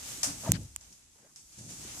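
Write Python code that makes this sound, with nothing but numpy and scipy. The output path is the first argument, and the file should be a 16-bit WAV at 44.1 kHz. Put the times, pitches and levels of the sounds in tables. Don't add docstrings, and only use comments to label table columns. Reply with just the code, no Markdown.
import sys
import numpy as np
from scipy import signal
from scipy.fft import rfft, irfft
from scipy.io import wavfile
from scipy.ndimage import uniform_filter1d

SR = 44100
rng = np.random.default_rng(int(sys.argv[2]) if len(sys.argv) > 2 else 0)


def wrap_up_sound(samples):
    columns = np.atleast_2d(samples).T
    tamed = np.clip(columns, -1, 1)
    steps = np.round(tamed * 32767).astype(np.int16)
    wavfile.write(sys.argv[1], SR, steps)


def magnitude_from_level(level_db):
    exponent = np.asarray(level_db, float) / 20
    return 10 ** exponent


N = 88200


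def unit(x):
    return x / np.sqrt(np.mean(x ** 2))


def curve(table):
    return np.interp(np.arange(N) / SR, *np.array(table).T)


def colour(x, table, tilt_db=0., top_db=0.):
    hz = np.maximum(np.arange(N // 2 + 1) * SR / N, 1)
    f, db = np.array(table).T
    shape = np.interp(np.log(hz), np.log(f), db)
    shape += tilt_db * np.minimum(np.log2(hz / 4000), 0)
    shape += top_db * np.maximum(np.log2(hz / 8000), 0)
    return unit(irfft(rfft(x) * magnitude_from_level(shape) * (hz > f[0] / 2), N))


def walk(rate):
    hold = int(SR / rate)
    steps = np.repeat(rng.standard_normal(N // hold + 1), hold)
    return 1.3 * uniform_filter1d(uniform_filter1d(steps, hold), hold)[:N]


def grains(rate, spread_db):
    hit = rng.random((2, N)) < rate / SR
    size = rng.exponential(size=(2, N))
    return hit * magnitude_from_level(spread_db * size) * rng.standard_normal((2, N))


def ring(s, hz, tau):
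    t = np.maximum(np.arange(N) / SR - s, 0)
    return (t / tau / 2) ** 2 * np.exp(2 - t / tau) * np.sin(2 * np.pi * hz * t)


def even(x):
    return x / np.sqrt(uniform_filter1d(x[0] ** 2, int(.05 * SR)))


def lean(pan_db):
    return np.array([[pan_db], [-pan_db]]) / 2


def spread(mid, side, side_db):
    return mid + magnitude_from_level(side_db) * side * np.array([[1], [-1]])


def rustle():
    # t/s, level/dB
    effort = [ [(0.0, -47), (0.22, -46.5)], ][0] + [ [(0.37, -48), (0.494, -45.5), (0.51, -51.5)],
              ][0] + [ [(0.6, -54.5), (0.75, -61)], ][0] + [ [(0.79, -64), (0.83, -60), (1.094, -66),
              (1.34, -64)], ][0] + [ [(1.45, -63), (1.566, -58), (1.588, -52.5), (1.684, -53.5),
              (1.692, -49.5), (1.72, -49), (1.76, -51), (1.85, -49), (1.89, -50), (1.944, -49),
              (2.0, -47.5)], ][0]
    # f/Hz, density/dB per Hz
    leaf_colour = [(290, -15.5), (500, -10), (1800, -12), (2600, -9.5), (4300, -8.5), (6640, 0),
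                   (14200, -14.5), (14800, -19), (15500, -69)]
    # t/s, level/dB
    sheen = [(0, 0.5), (.7, -0.5), (1.5, 0.5), (1.6, -5), (1.72, -5.5), (1.85, -2), (2, -1)]
    leaf = colour(grains(20000, 1.2), leaf_colour)
    high = signal.butter(4, 10300, "high", fs=SR, output="sos")
    leaf = leaf + (magnitude_from_level(curve(sheen)) - 1) * signal.sosfiltfilt(high, leaf)
    flicker = walk(14.97)
    low = signal.butter(4, 4400, fs=SR, output="sos")
    leaf = leaf + (magnitude_from_level(2 * flicker[::-1]) - 1) * signal.sosfiltfilt(low, leaf)
    whine_hz = 7950 + 25 * walk(40)
    whine = magnitude_from_level(-19 + 6.9 * walk(23)) * np.sin(2 * np.pi * np.cumsum(whine_hz) / SR)
    return (leaf + whine) * magnitude_from_level(curve(effort) + 3.5 + 1.17 * flicker)


def room_tone():
    # f/Hz, density/dB per Hz
    hush = [(59, -25), (100, -10), (253, 1), (323, -4), (458, -10.5), (633, -29), (2500, -24), (3250, -34),
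            (5500, -120)]
    mid, side = colour(rng.standard_normal((2, N)), hush) * magnitude_from_level(-77.5)
    return spread(mid, side, -4.5)


def grip():
    # t/s, deep rumble level/dB, boom level/dB
    pressure = [(0, -60.5, -59), (.24, -63, -57), (.28, -52.5, -46), (.4, -56.5, -54), (.46, -70, -47),
                (0.501, -52, -39), (.58, -45, -46), (.7, -59, -61.5), (.77, -59, -75.5), (.93, -67, -68.5),
                (.97, -72.5, -80), (1.17, -71, -80), (1.2, -88, -70), (1.45, -69, -75.5), (1.57, -72, -69),
                (1.582, -68, -52), (1.85, -62, -54), (2, -62, -58)]
    # f/Hz, density/dB per Hz
    deep = [(20, -13), (45, -6), (66, 3.5), (95, -8.5), (140, -17), (400, -75)]
    # f/Hz, density/dB per Hz
    boom = [(40, -31), (80, -8), (120, -1.5), (180, -6), (300, -8.5), (420, -20.5), (900, -30), (2000, -65)]
    s, deep_db, boom_db = np.array(pressure).T
    out = 0
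    for body, db in ((deep, deep_db), (boom, boom_db)):
        rumble = even(colour(rng.standard_normal((2, N)), body))
        out = out + rumble * magnitude_from_level(np.interp(np.arange(N) / SR, s, db) + 2 * walk(30.32))
    return spread(out[0], out[1], -14.5)


def bumps():
    # t/s, level/dB, f/Hz, ring/cycles
    knocks = [(.178, -47.5, 290, 2.5), (0.269, -40.5, 281.5, 8.5), (0.299, -47, 107.8, 1.3),
              (0.332, -47, 250, 3.6), (.433, -41, 700, 4), (.45, -46, 1200, 6), (.461, -36, 930, 7),
              (.467, -36, 190, 2.5), (.473, -31.5, 650, 9), (.476, -37, 900, 6), (.477, -46, 1680, 10),
              (.484, -44, 1270, 6), (.488, -36, 523, 5), (.49, -34.5, 342, 5), (.4903, -18.5, 145, 1.35),
              (.5068, -19.5, 115, .9), (.535, -24.5, 150, 1.8), (.551, -29, 110, 1.1),
              (.553, -49, 1750, 10), (.576, -36, 196, 2), (.59, -37, 120, 1.3), (0.606, -38, 95, 1.6),
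              (.627, -40, 110, 1.6), (.648, -39, 105, 1.6), (1.245, -64, 560, 6), (1.58, -47, 112.5, 4.8),
              (1.6, -51, 190, 2), (1.668, -47.5, 115, 2.9), (1.709, -47.5, 168, 4.1), (1.847, -46, 354, 3)]
    out = sum(magnitude_from_level(db) * ring(s, hz, cycles / hz / 4) for s, db, hz, cycles in knocks)
    return out * np.array([[1.05], [.95]])


def snaps():
    # t/s, level/dB, room decay/s, tilt/dB per octave below 4 kHz
    breaks = [
        (0.231, -30.5, 0.34, 2.5),
        (0.2414, -38, 0.32, 3),
        (0.254, -57, 0.61, 13),
        (0.81, -56.5, 0.58, 2),
        (0.926, -55.5, 0.17, -1.5),
        (1.36, -50.5, 0.46, -1),
        (1.524, -59.5, 0.29, -1),
        (1.587, -54, 0.26, 1.5),
        (1.692, -55, 0.33, 6),
    ]
    # f/Hz, density/dB per Hz
    twig = [(260, -61), (450, -14), (782, -3.5), (1010, -10), (4000, -11.5), (5600, -0.5), (8290, -2),
            (13500, -19), (16000, -70)]
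    sparse = unit(grains(6000, 1.5))
    smooth = rng.standard_normal((2, N))
    out = 0
    for s, db, t60, tilt_db in breaks:
        t = np.maximum(np.arange(N) / SR - s, 0)
        early = np.exp(-t / .03)
        crack = magnitude_from_level(7 + .2 * (db + 30)) * np.exp(-t / .004)
        env = (1 - np.exp(-t / .0003)) * magnitude_from_level(-60 * t / t60) * (1 + crack)
        echoes = (early * sparse + np.sqrt(1 - early ** 2) * smooth) * env
        echoes = colour(echoes, twig, 3 - tilt_db, 0.5 * (db + 34))
        out = out + echoes * np.sqrt(np.mean(env ** 2)) * magnitude_from_level(db)
    return out


def snap_pings():
    # t/s, level/dB, f/Hz, ring/ms, left-right/dB
    pings = [(.2312, -19, 5200, .3, 1), (.2322, -24, 7000, .25, 0), (.2338, -21, 6200, .15, 0),
             (.235, -22, 6000, .3, 0), (.2373, -25, 5300, .25, 0), (.239, -25, 5000, .3, 0),
             (.2431, -22, 6300, .2, 0), (.2445, -27, 8300, .3, 0), (.255, -27, 6500, .25, 0),
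             (.261, -29, 5500, .35, 0), (.27, -31, 6500, .3, 0), (1.3605, -49, 7300, .3, 0),
             (1.3655, -51, 6200, .3, 0)]
    out = 0
    for s, db, hz, ms, pan_db in pings:
        lag = rng.uniform(-1, 1) * .0002
        pair = np.array([ring(s + lag, hz, ms / 1000), ring(s - lag, hz, ms / 1000)])
        out = out + magnitude_from_level(db + lean(pan_db)) * pair
    return out


def rubs():
    # start t/s, length/s, level/dB, centre f/Hz, left-right/dB
    strokes = [
        (.43, 0.091, -44.5, 740, 0),
        (0.45, 0.07, -52, 1430, 9),
        (.535, 0.041, -47, 2050, 8.5),
        (0.531, 0.04, -48.5, 3670, 14),
        (0.542, 0.037, -62, 6400, -10),
        (1.14, 0.15, -69.5, 650, .3),
        (1.225, .06, -69, 540, 0),
        (1.162, 0.17, -70.5, 1170, -1),
        (2, 0.15, -67, 800, 4),
        (1.93, 0.19, -54.5, 810, -0.5),
    ]
    noise = rng.standard_normal((2, N))
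    rough = magnitude_from_level(2.5 * walk(120))
    out = 0
    for s, length, db, hz, pan_db in strokes:
        pair = spread(noise[0], min(hz / 1600, 1) * noise[1], 0)
        band = signal.butter(2, [hz / 1.5, hz * 1.5], "bandpass", fs=SR, output="sos")
        u = np.clip((np.arange(N) / SR - s) / length, 0, 1)
        swell = np.sin(np.pi * u) ** 0.64
        out = out + unit(signal.sosfilt(band, pair)) * rough * swell * magnitude_from_level(db + lean(pan_db))
    return out


def ticks():
    # t/s, level/dB, left lag/ms, left-right/dB
    hits = [
        (.51905, -2.6, .3, -1.5),
        (.76198, -18.5, .36, -5),
    ]
    # f/Hz, level/dB, rise-and-fall time/ms
    tick_modes = [
        [[(7160, 0.5, 0.11), (10650, -17, 0.22), (11740, -14, 0.13), (15500, -27, 0.2), (3300, -20, 0.34),
         (4000, -26, 0.38), (5000, -33, .6), (2200, -39, 0.37), (760, -29, 0.46)], [(7700, 2, .13),
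         (12100, -5, .14), (10100, -11, .16), (14300, -12, .15), (6900, -31, 1.1), (4700, -25.5, 0.31),
         (1960, -19.5, .2), (800, -20.5, 0.32), (3700, -37, 0.5)]],
        [[(7000, -0.5, 0.15), (9400, -19, 0.12), (13500, -32, .15), (2680, -7.5, 0.2), (15500, -32, .1),
         (990, -15, 0.31)], [(8300, 2, .075), (10800, -26, .11), (14000, -14, 0.14), (5200, -23, 0.25),
         (16000, -25, .1), (1720, -28, 0.18)]],
    ]
    out = np.zeros((2, N))
    for (s, db, lag_ms, pan_db), modes in zip(hits, tick_modes):
        for ch, (lag, gain_db) in enumerate([(lag_ms / 1000, pan_db / 2), (0, -pan_db / 2)]):
            body = sum(magnitude_from_level(m_db) * ring(s + lag, hz, ms / 1000) for hz, m_db, ms in modes[ch])
            out[ch] += magnitude_from_level(db + gain_db) * body
    return out


def scene():
    return rustle() + room_tone() + grip() + bumps() + snaps() + snap_pings() + rubs() + ticks()


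def top_cut(x):
    return signal.sosfilt(signal.butter(12, 17120, fs=SR, output="sos"), x)


def record(dry):
    # f/Hz, level/dB per bin
    threshold = [(3000, -105), (11000, -101), (12500, -94), (13800, -85), (14700, -77), (15500, -90),
                 (16600, -92), (17000, -20)]
    held = dry / (1 + (dry / .94) ** 6) ** (1 / 6)
    hz, _, z = signal.stft(held, SR, nperseg=1024)
    band = np.abs(z[:, :512].reshape(2, 128, 4, -1)).mean(axis=2)
    band = np.repeat(band, 4, axis=1)
    flutter = rng.standard_normal((128, z.shape[2]))
    flutter = np.repeat(np.repeat(flutter, 4, axis=0), 4, axis=1)[:, :z.shape[2]]
    floor_db = np.interp(hz[:512], *np.array(threshold).T)[:, None]
    z[:, :512] *= band > magnitude_from_level(floor_db + 5 * flutter)
    mix = signal.istft(z, SR, nperseg=1024)[1][:, :N]
    return top_cut(mix)


dry = scene()
out = record(dry)
wrap_up_sound(out)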